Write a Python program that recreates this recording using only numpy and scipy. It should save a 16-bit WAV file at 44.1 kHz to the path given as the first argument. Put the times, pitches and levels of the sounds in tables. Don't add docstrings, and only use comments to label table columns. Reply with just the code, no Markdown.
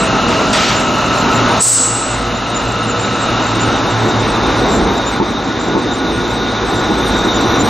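import sys
import numpy as np
from scipy import signal
from scipy.fft import rfft, irfft, next_fast_len
from scipy.io import wavfile
from scipy.ndimage import uniform_filter1d, map_coordinates

SR = 44100
rng = np.random.default_rng(int(sys.argv[2]) if len(sys.argv) > 2 else 0)


def unload_audio(sound):
    columns = np.transpose(np.atleast_2d(sound))
    steps = np.round(np.clip(columns, -1, 1) * 32767)
    wavfile.write(sys.argv[1], SR, steps.astype(np.int16))


N = 339129

# t/s, wheel rumble level/dB, rail hiss level/dB
ROLLING_LEVELS = [(0, -19.5, -17.5), (.6, -21.5, -17.5), (1.1, -22.5, -18.5), (1.4, -17.5, -15.5),
                  (1.5, -17.5, -13), (1.7, -22.5, -15.5), (2.1, -20.5, -13.5), (2.8, -19.5, -16),
                  (3.5, -19, -15), (4.2, -16, -17.5), (4.65, -15.5, -16.5), (4.85, -13.5, -17.5),
                  (5.05, -18.5, -19), (5.6, -20.5, -20.5), (6.4, -21, -20.5), (6.9, -17, -19),
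                  (7.3, -17, -17.5), (7.69, -15, -17)]


def rolling():
    # f/Hz, relative level/dB
    rumble_colour = [(18, -46), (35, -6), (60, -5.5), (140, -4.5), (200, -0.5), (340, -0.5), (470, -3.5),
                     (530, -10.5), (800, -7.5), (1300, -26), (2500, -120)]
    # f/Hz, relative level/dB
    hiss_colour = [(300, -23.5), (500, -4.5), (900, -1), (1400, -3.5), (1600, -8), (2400, -13),
                   (3200, -16.5), (4200, -16.5), (4700, -19.5), (6800, -21), (7100, -73), (7600, -120)]
    # f/Hz, width/Hz, relative level/dB
    drone_notes = [(256, 61, 3), (348, 82, 1.5)]
    # t/s, level/dB
    drone_level = [(1.6, -36), (2.2, -24), (2.9, -32), (3.6, -20), (4, -30), (4.4, -25), (4.8, -29),
                   (5.1, -27), (5.9, -19.5), (6.5, -25), (7.69, -22)]
    sway_db, surge_db = 0.55, 1.3
    rumble_db, hiss_db = curves(ROLLING_LEVELS)
    sway = sway_db * wobble(5)
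    surge = surge_db * wobble(16)
    rumble = amp(rumble_db + sway + surge) * rush(coloured(rumble_colour), patchy_db=1.0)
    drone = amp(curves(drone_level)[0]) * rush(bands(drone_notes), patchy_db=2.0)
    hiss = amp(hiss_db + sway) * rush(coloured(hiss_colour), patchy_db=0.85)
    return rumble + drone + hiss


def converter():
    # f/Hz, width/Hz, relative level/dB
    roar_bands = [(240, 147, 2), (616, 110, -4.5), (4050, 480, -14)]
    # f/Hz, width/Hz, relative level/dB
    whine_bands = [(1275, 36, -6), (1298, 47, -6), (1358, 120, -4.5)]
    # f/Hz, width/Hz, relative level/dB
    overtone_bands = [(2625, 190, -5), (2838, 270, 1.5)]
    # f/Hz, relative level/dB
    cooling_colour = [(4300, -30), (4800, -1), (6000, -3), (7000, 4), (7600, -28), (7800, -60)]
    steady_db, passed_s, recede_db_per_s = -19.5, 3.33, 13.5
    cooling_db, whine_db, overtone_db = -14.5, -1.5, -7
    whine_grows_db_per_s = 0.08
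    overtone_lag_s = 0.08
    beat_hz, beat_depth_db = 27, 1.3
    t = clock()
    roar_db = steady_db - recede_db_per_s * np.maximum(t - passed_s, 0)
    roar = amp(roar_db) * rush(bands(roar_bands), patchy_db=1.0)
    cooling = amp(roar_db + cooling_db) * rush(coloured(cooling_colour), patchy_db=-1.0)

    beat_phase = 2 * np.pi * beat_hz * t + 1.5 * wobble(4)
    beat_db = beat_depth_db * np.sin(beat_phase) + 0.8 * wobble(7)
    whine_level_db = roar_db + beat_db + whine_db + whine_grows_db_per_s * t
    whine = amp(whine_level_db) * rush(bands(whine_bands), patchy_db=0.0)
    firm_strand = fuzzy(1295, roar_db + whine_db - 10, smear_rate=35, steady=0.6)

    late_s = np.maximum(t - passed_s - overtone_lag_s, 0)
    late_db = steady_db + overtone_db - recede_db_per_s * late_s
    overtone = amp(late_db + 0.5 * beat_db) * rush(bands(overtone_bands), patchy_db=0.5)
    return roar + cooling + whine + firm_strand + overtone


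def gears():
    # f/Hz, width/Hz, relative level/dB
    whine_bands = [(3614, 220, 0), (3733, 45, 1.5), (3940, 44, 2.5), (4030, 45, -6)]
    mesh_hz, mesh_sag_hz_per_s, mesh_db = 1473, 4, -2
    level_db = gear_level()
    whine = amp(level_db) * rush(bands(whine_bands), patchy_db=0.7)
    strand = fuzzy(3742, level_db - 6.5 + 1.8 * wobble(3), smear_rate=40, steady=0.5)
    mesh = fuzzy(mesh_hz - mesh_sag_hz_per_s * clock(), level_db + mesh_db, smear_rate=24, steady=1.2)
    return whine + strand + mesh


def gear_level():
    start_db, nearing_db_per_s = -33.5, 1.19
    follows = 0.96
    close_s, close_db_per_s = 7.64, 7
    hiss_db = curves(ROLLING_LEVELS)[1]
    nearing = nearing_db_per_s * clock() + close_db_per_s * np.maximum(clock() - close_s, 0)
    return start_db + nearing + follows * (hiss_db - hiss_db.mean())


def motor():
    start_hz, sag_hz_per_s = 657, 33
    start_db, fade_db_per_s = -26, 6
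    t = clock()
    return fuzzy(start_hz - sag_hz_per_s * t, start_db - fade_db_per_s * t, smear_rate=24, steady=1.3)


def brake_squeal():
    squeal_hz, over_gears_db = 5820, -16.5
    bite_s, bite_db_per_s = 6.5, 7
    level_db = gear_level() + over_gears_db + bite_db_per_s * np.maximum(clock() - bite_s, 0)
    return fuzzy(squeal_hz, level_db, smear_rate=140, steady=0.3)


def puffs():
    # t/s, hold/s, level/dB
    openings = [(0.28, 0.13, -25.5), (0.527, 0.19, -15.5)]
    # f/Hz, relative level/dB
    pop_colour = [(1500, -16), (3000, -6), (5800, -3), (8000, 0), (10500, -17), (12000, -40)]
    # f/Hz, relative level/dB
    air_colour = [(900, -27), (1700, -6), (2400, -5), (4500, -9.5), (7400, -15), (7800, -12), (8100, -50),
                  (10800, -62), (11500, -32), (15000, -60)]
    attack_s, fall_db_per_s = 0.0046, 102
    sag_db_per_s = 12
    pop_db, pop_fall_db_per_s = -3, 350
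    pop_gain, air_gain = 0, 0
    for start, hold, db in openings:
        sag = amp(-sag_db_per_s * (clock() - start))
        pop_gain = pop_gain + swell(start, 0, db + pop_db, attack_s, pop_fall_db_per_s)
        air_gain = air_gain + swell(start, hold, db, attack_s, fall_db_per_s) * sag
    pop = pop_gain * rush(coloured(pop_colour), patchy_db=3)
    flutter = amp(0.32 * wobble(37.6))
    return pop + air_gain * flutter * rush(coloured(air_colour), patchy_db=1.0)


def long_vent():
    # t/s, hold/s, level/dB, fall/(dB per s)
    spurts = [(1.592, 0.016, 2, 300), (1.651, 0.025, -0.5, 54)]
    # f/Hz, relative level/dB
    jet_colour = [(3000, -22), (4400, -14), (6300, -9), (7400, -2.5), (7850, 6), (8250, 2), (8450, -30),
                  (9000, -65)]
    # f/Hz, relative level/dB
    top_colour = [(8200, -40), (8400, -2), (8900, -1), (9100, -34), (11000, -30), (12500, -26),
                  (14500, -29), (15200, -64)]
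    # f/Hz, left-right likeness (1 = the same)
    vent_alike = [(6000, 1), (7500, 0.97), (8400, 0.26)]
    attack_s = 0.032
    shut_s, shut_db_per_s = 2.15, 154
    chirp_s, chirp_hold_s, chirp_db = 1.565, 0.03, -27.5
    chirp_hz, chirp_rise_hz_per_s = 6300, 9000
    t = clock()
    rising_hz = chirp_hz + chirp_rise_hz_per_s * np.clip(t - chirp_s, 0, 0.1)
    chirp_gain = swell(chirp_s, chirp_hold_s, chirp_db, 0.0087, 3000)
    chirp = chirp_gain * fuzzy(rising_hz, 0, smear_rate=290, steady=0.28)

    flow = sum(swell(start, hold, db, attack_s, fall) for start, hold, db, fall in spurts)
    flow = flow * amp(-shut_db_per_s * np.maximum(t - shut_s, 0))
    flow = flow * amp(1.0 * wobble(30))
    whistle = fuzzy(7850, -8.0, smear_rate=80, steady=0.8)
    jet = flow * (rush(coloured(jet_colour), 0.52, vent_alike) + whistle)
    top = amp(-4.5) * flow ** 2.4 * rush(coloured(top_colour), 7.3, vent_alike)
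    return chirp + jet + top


def thuds():
    # t/s, blow level before the cut below/dB, rail clank under bogie ring/dB
    joints = [(4.383, -5, -11), (4.707, -15, -20), (4.818, 1.5, -20), (5.2, 5.5, -6), (5.483, -5.5, -8),
              (5.75, 5, -8), (6.901, -2, -6), (7.249, -0.5, -7), (7.58, -6, -13)]
    # f/Hz, level/dB, time to fade by 60 dB/s
    bogie_modes = [(227, 8, 0.057), (285, 0.5, 0.11), (338, 6.5, 0.072), (435, -1.5, 0.062)]
    # f/Hz, level/dB, time to fade by 60 dB/s
    rail_modes = [(910, 11, 0.051), (1090, -7, 0.27), (1400, -16, 0.17)]
    knock_db, knock_t60_s = -7, 0.068
    out, t = np.zeros(N + SR), np.arange(SR // 4) / SR

    def ring(modes):
        total = 0
        for hz, db, t60 in modes:
            fading = amp(db + rng.normal(0, 1.5) - 60 * t / t60)
            total = total + fading * np.sin(2 * np.pi * hz * rng.normal(1, 0.03) * t)
        return total

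    for start, db, clank_db in joints:
        for late_s, cut_db in [(0, -10), (0.016, -12)]:
            dull = np.convolve(rng.standard_normal(len(t)), np.hanning(24), 'same')
            knock = amp(knock_db - 60 * t / knock_t60_s) * unit(dull)
            soft_start = 1 - np.exp(-t / 0.003)
            blow = (knock + ring(bogie_modes) + amp(clank_db) * ring(rail_modes)) * soft_start
            out[round((start + late_s) * SR):][:len(t)] += amp(db + cut_db) * blow
    right = np.pad(out, (round(0.00012 * SR), 0))
    return np.array([out[:N], right[:N]])


def hum():
    # starting f/Hz, smear rate/(knots per s), pitch sag/(Hz per s), steadiness (sine against smear)
    tones = [(54, 9, 0, 1.6), (118.3, 18, 1.4, 1.3), (481, 9.7, 0, 3)]
    # t/s, level of first tone/dB, of second tone/dB, of third tone/dB
    tone_levels = [(0, -30, -32, -30), (.9, -38, -28.5, -44), (1.5, -29, -20, -30), (1.9, -28, -21.5, -27),
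                   (2.5, -25.5, -24, -28), (3.5, -34, -21.5, -29.5), (4, -45, -20.5, -32),
                   (4.5, -28.5, -30.5, -36), (5.8, -35, -31, -32.5), (7, -27.5, -28.5, -30.5),
                   (7.69, -36, -27, -31)]
    total = 0
    for (hz, smear_rate, sag, steady), db in zip(tones, curves(tone_levels)):
        total = total + fuzzy(hz - sag * clock(), db, smear_rate, steady)
    return total


def faint_treble():
    # f/Hz, relative level/dB
    flicker_colour = [(6800, -65), (7000, 11.5), (7800, -1.5), (8600, -0.5), (9100, -12.5), (10500, -27),
                      (10900, -70)]
    # f/Hz, relative level/dB
    top_colour = [(10600, -46), (11000, 0), (11600, -7.5), (12500, -7.5), (13900, -24), (15400, -54)]
    # t/s, flickering treble level/dB, faint top level/dB
    levels = [(0, -32.5, -54), (1.2, -33.5, -49), (2.3, -30, -52), (3.2, -31.5, -56.5), (4, -36.5, -55.5),
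              (4.8, -35.5, -51.5), (5.5, -41, -57), (6.5, -43.5, -55), (7.2, -31, -49), (7.69, -31.5, -44)]
    flicker_db, top_db = curves(levels)
    flicker = amp(flicker_db) * rush(coloured(flicker_colour), patchy_db=19)
    return flicker + amp(top_db) * rush(coloured(top_colour), 6.3, [(11000, 0.13)])


def rush(gain, patchy_db, alike=None):
    # f/Hz, left-right likeness (1 = the same)
    usual_alike = [(60, 1), (150, 1), (380, 0.98), (950, 0.92), (2400, 0.91), (4500, 0.98), (6800, 0.92),
                   (7300, 0.026), (15000, 0.057)]
    likeness = usual_alike if alike is None else alike
    z = signal.stft(rng.standard_normal((2, N)), nperseg=512)[2]
    field = uniform_filter1d(rng.standard_normal(z.shape[1:]), size=7, axis=0)
    field = uniform_filter1d(field, size=9, axis=1)
    patches = amp(patchy_db * np.clip(unit(field), -3, 2))
    pair = signal.istft(z * patches, nperseg=512)[1][:, :N]

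    def mid_side_gain(hz):
        turn = np.arccos(np.clip(along(likeness, hz), -1, 1)) / 2
        return gain(hz) * [np.cos(turn), np.sin(turn)]

    mid, side = filtered(pair, mid_side_gain)
    return unit(np.array([mid + side, mid - side]))


def fuzzy(hz, db, smear_rate, steady):
    smear = wobble(smear_rate) + 1j * wobble(smear_rate)
    side = 0.075 * (wobble(smear_rate) + 1j * wobble(smear_rate))
    turning = np.exp(2j * np.pi * np.cumsum(hz * np.ones(N)) / SR)
    return amp(db) * unit(np.real((steady + smear + [side, -side]) * turning))


def swell(start, hold, db, attack, fall_db_per_s):
    t = clock() - start
    return np.clip(t / attack, 0, 1) ** 2 * amp(db - fall_db_per_s * np.maximum(t - attack - hold, 0))


def wobble(rate):
    knots = rng.standard_normal(int(N * rate / SR) + 4)
    return map_coordinates(knots, [np.arange(N) * rate / SR])


def coloured(spectrum):
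    return lambda hz: amp(along(spectrum, hz))


def bands(modes):
    return lambda hz: sum(amp(db) / (1 + (2 * (hz - c) / w) ** 2) for c, w, db in modes)


def filtered(x, response):
    m = next_fast_len(N + 8192)
    return irfft(rfft(x, m) * response(np.fft.rfftfreq(m, 1 / SR)), m)[..., :N]


def along(points, hz):
    f, v = np.transpose(points)
    return np.interp(np.log(hz + 1), np.log(f + 1), v)


def curves(rows):
    s, *cols = np.transpose(rows)
    return [np.interp(clock(), s, c) for c in cols]


def clock():
    return np.arange(N) / SR


def amp(db):
    return 10 ** (np.asarray(db) / 20)


def unit(x):
    return x / np.sqrt(np.mean(x ** 2) + 1e-20)


def scene():
    train = rolling() + converter() + gears() + motor() + brake_squeal()
    return train + puffs() + long_vent() + thuds() + hum() + faint_treble()


def record(dry):
    # f/Hz, left minus right level/dB
    lean = [(60, -1), (250, -1), (600, 0.6), (2000, 0)]
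    # f/Hz, phase by which left leads/rad
    lead = [(40, 0), (340, 0.39), (3200, 0.1), (6800, 0)]
    ceiling_db, slow_share, creep_db_per_s = -11, 0.61, 2.68
    top_hz = 15550
    halves = [0.5, -0.5]

    def ports(hz):
        return amp(np.outer(halves, along(lean, hz))) * np.exp(1j * np.outer(halves, along(lead, hz)))

    x = filtered(dry, ports)
    power = uniform_filter1d(np.mean(x ** 2, axis=0), int(0.0082 * SR))
    level_db = 10 * np.log10(np.abs(power) + 1e-9)
    need_db = np.minimum(0, ceiling_db - level_db)
    creep_db = creep_db_per_s * clock()
    smooth_need_db = slow_share * uniform_filter1d(need_db, int(0.06 * SR))
    slow_db = np.minimum.accumulate(smooth_need_db - creep_db) + creep_db
    x = x * amp(uniform_filter1d(np.minimum(need_db, slow_db), int(0.016 * SR)))
    x = x / (1 + np.abs(x) ** 8) ** (1 / 8)
    return filtered(x, lambda hz: hz < top_hz)


dry = scene()
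out = record(dry)
unload_audio(out)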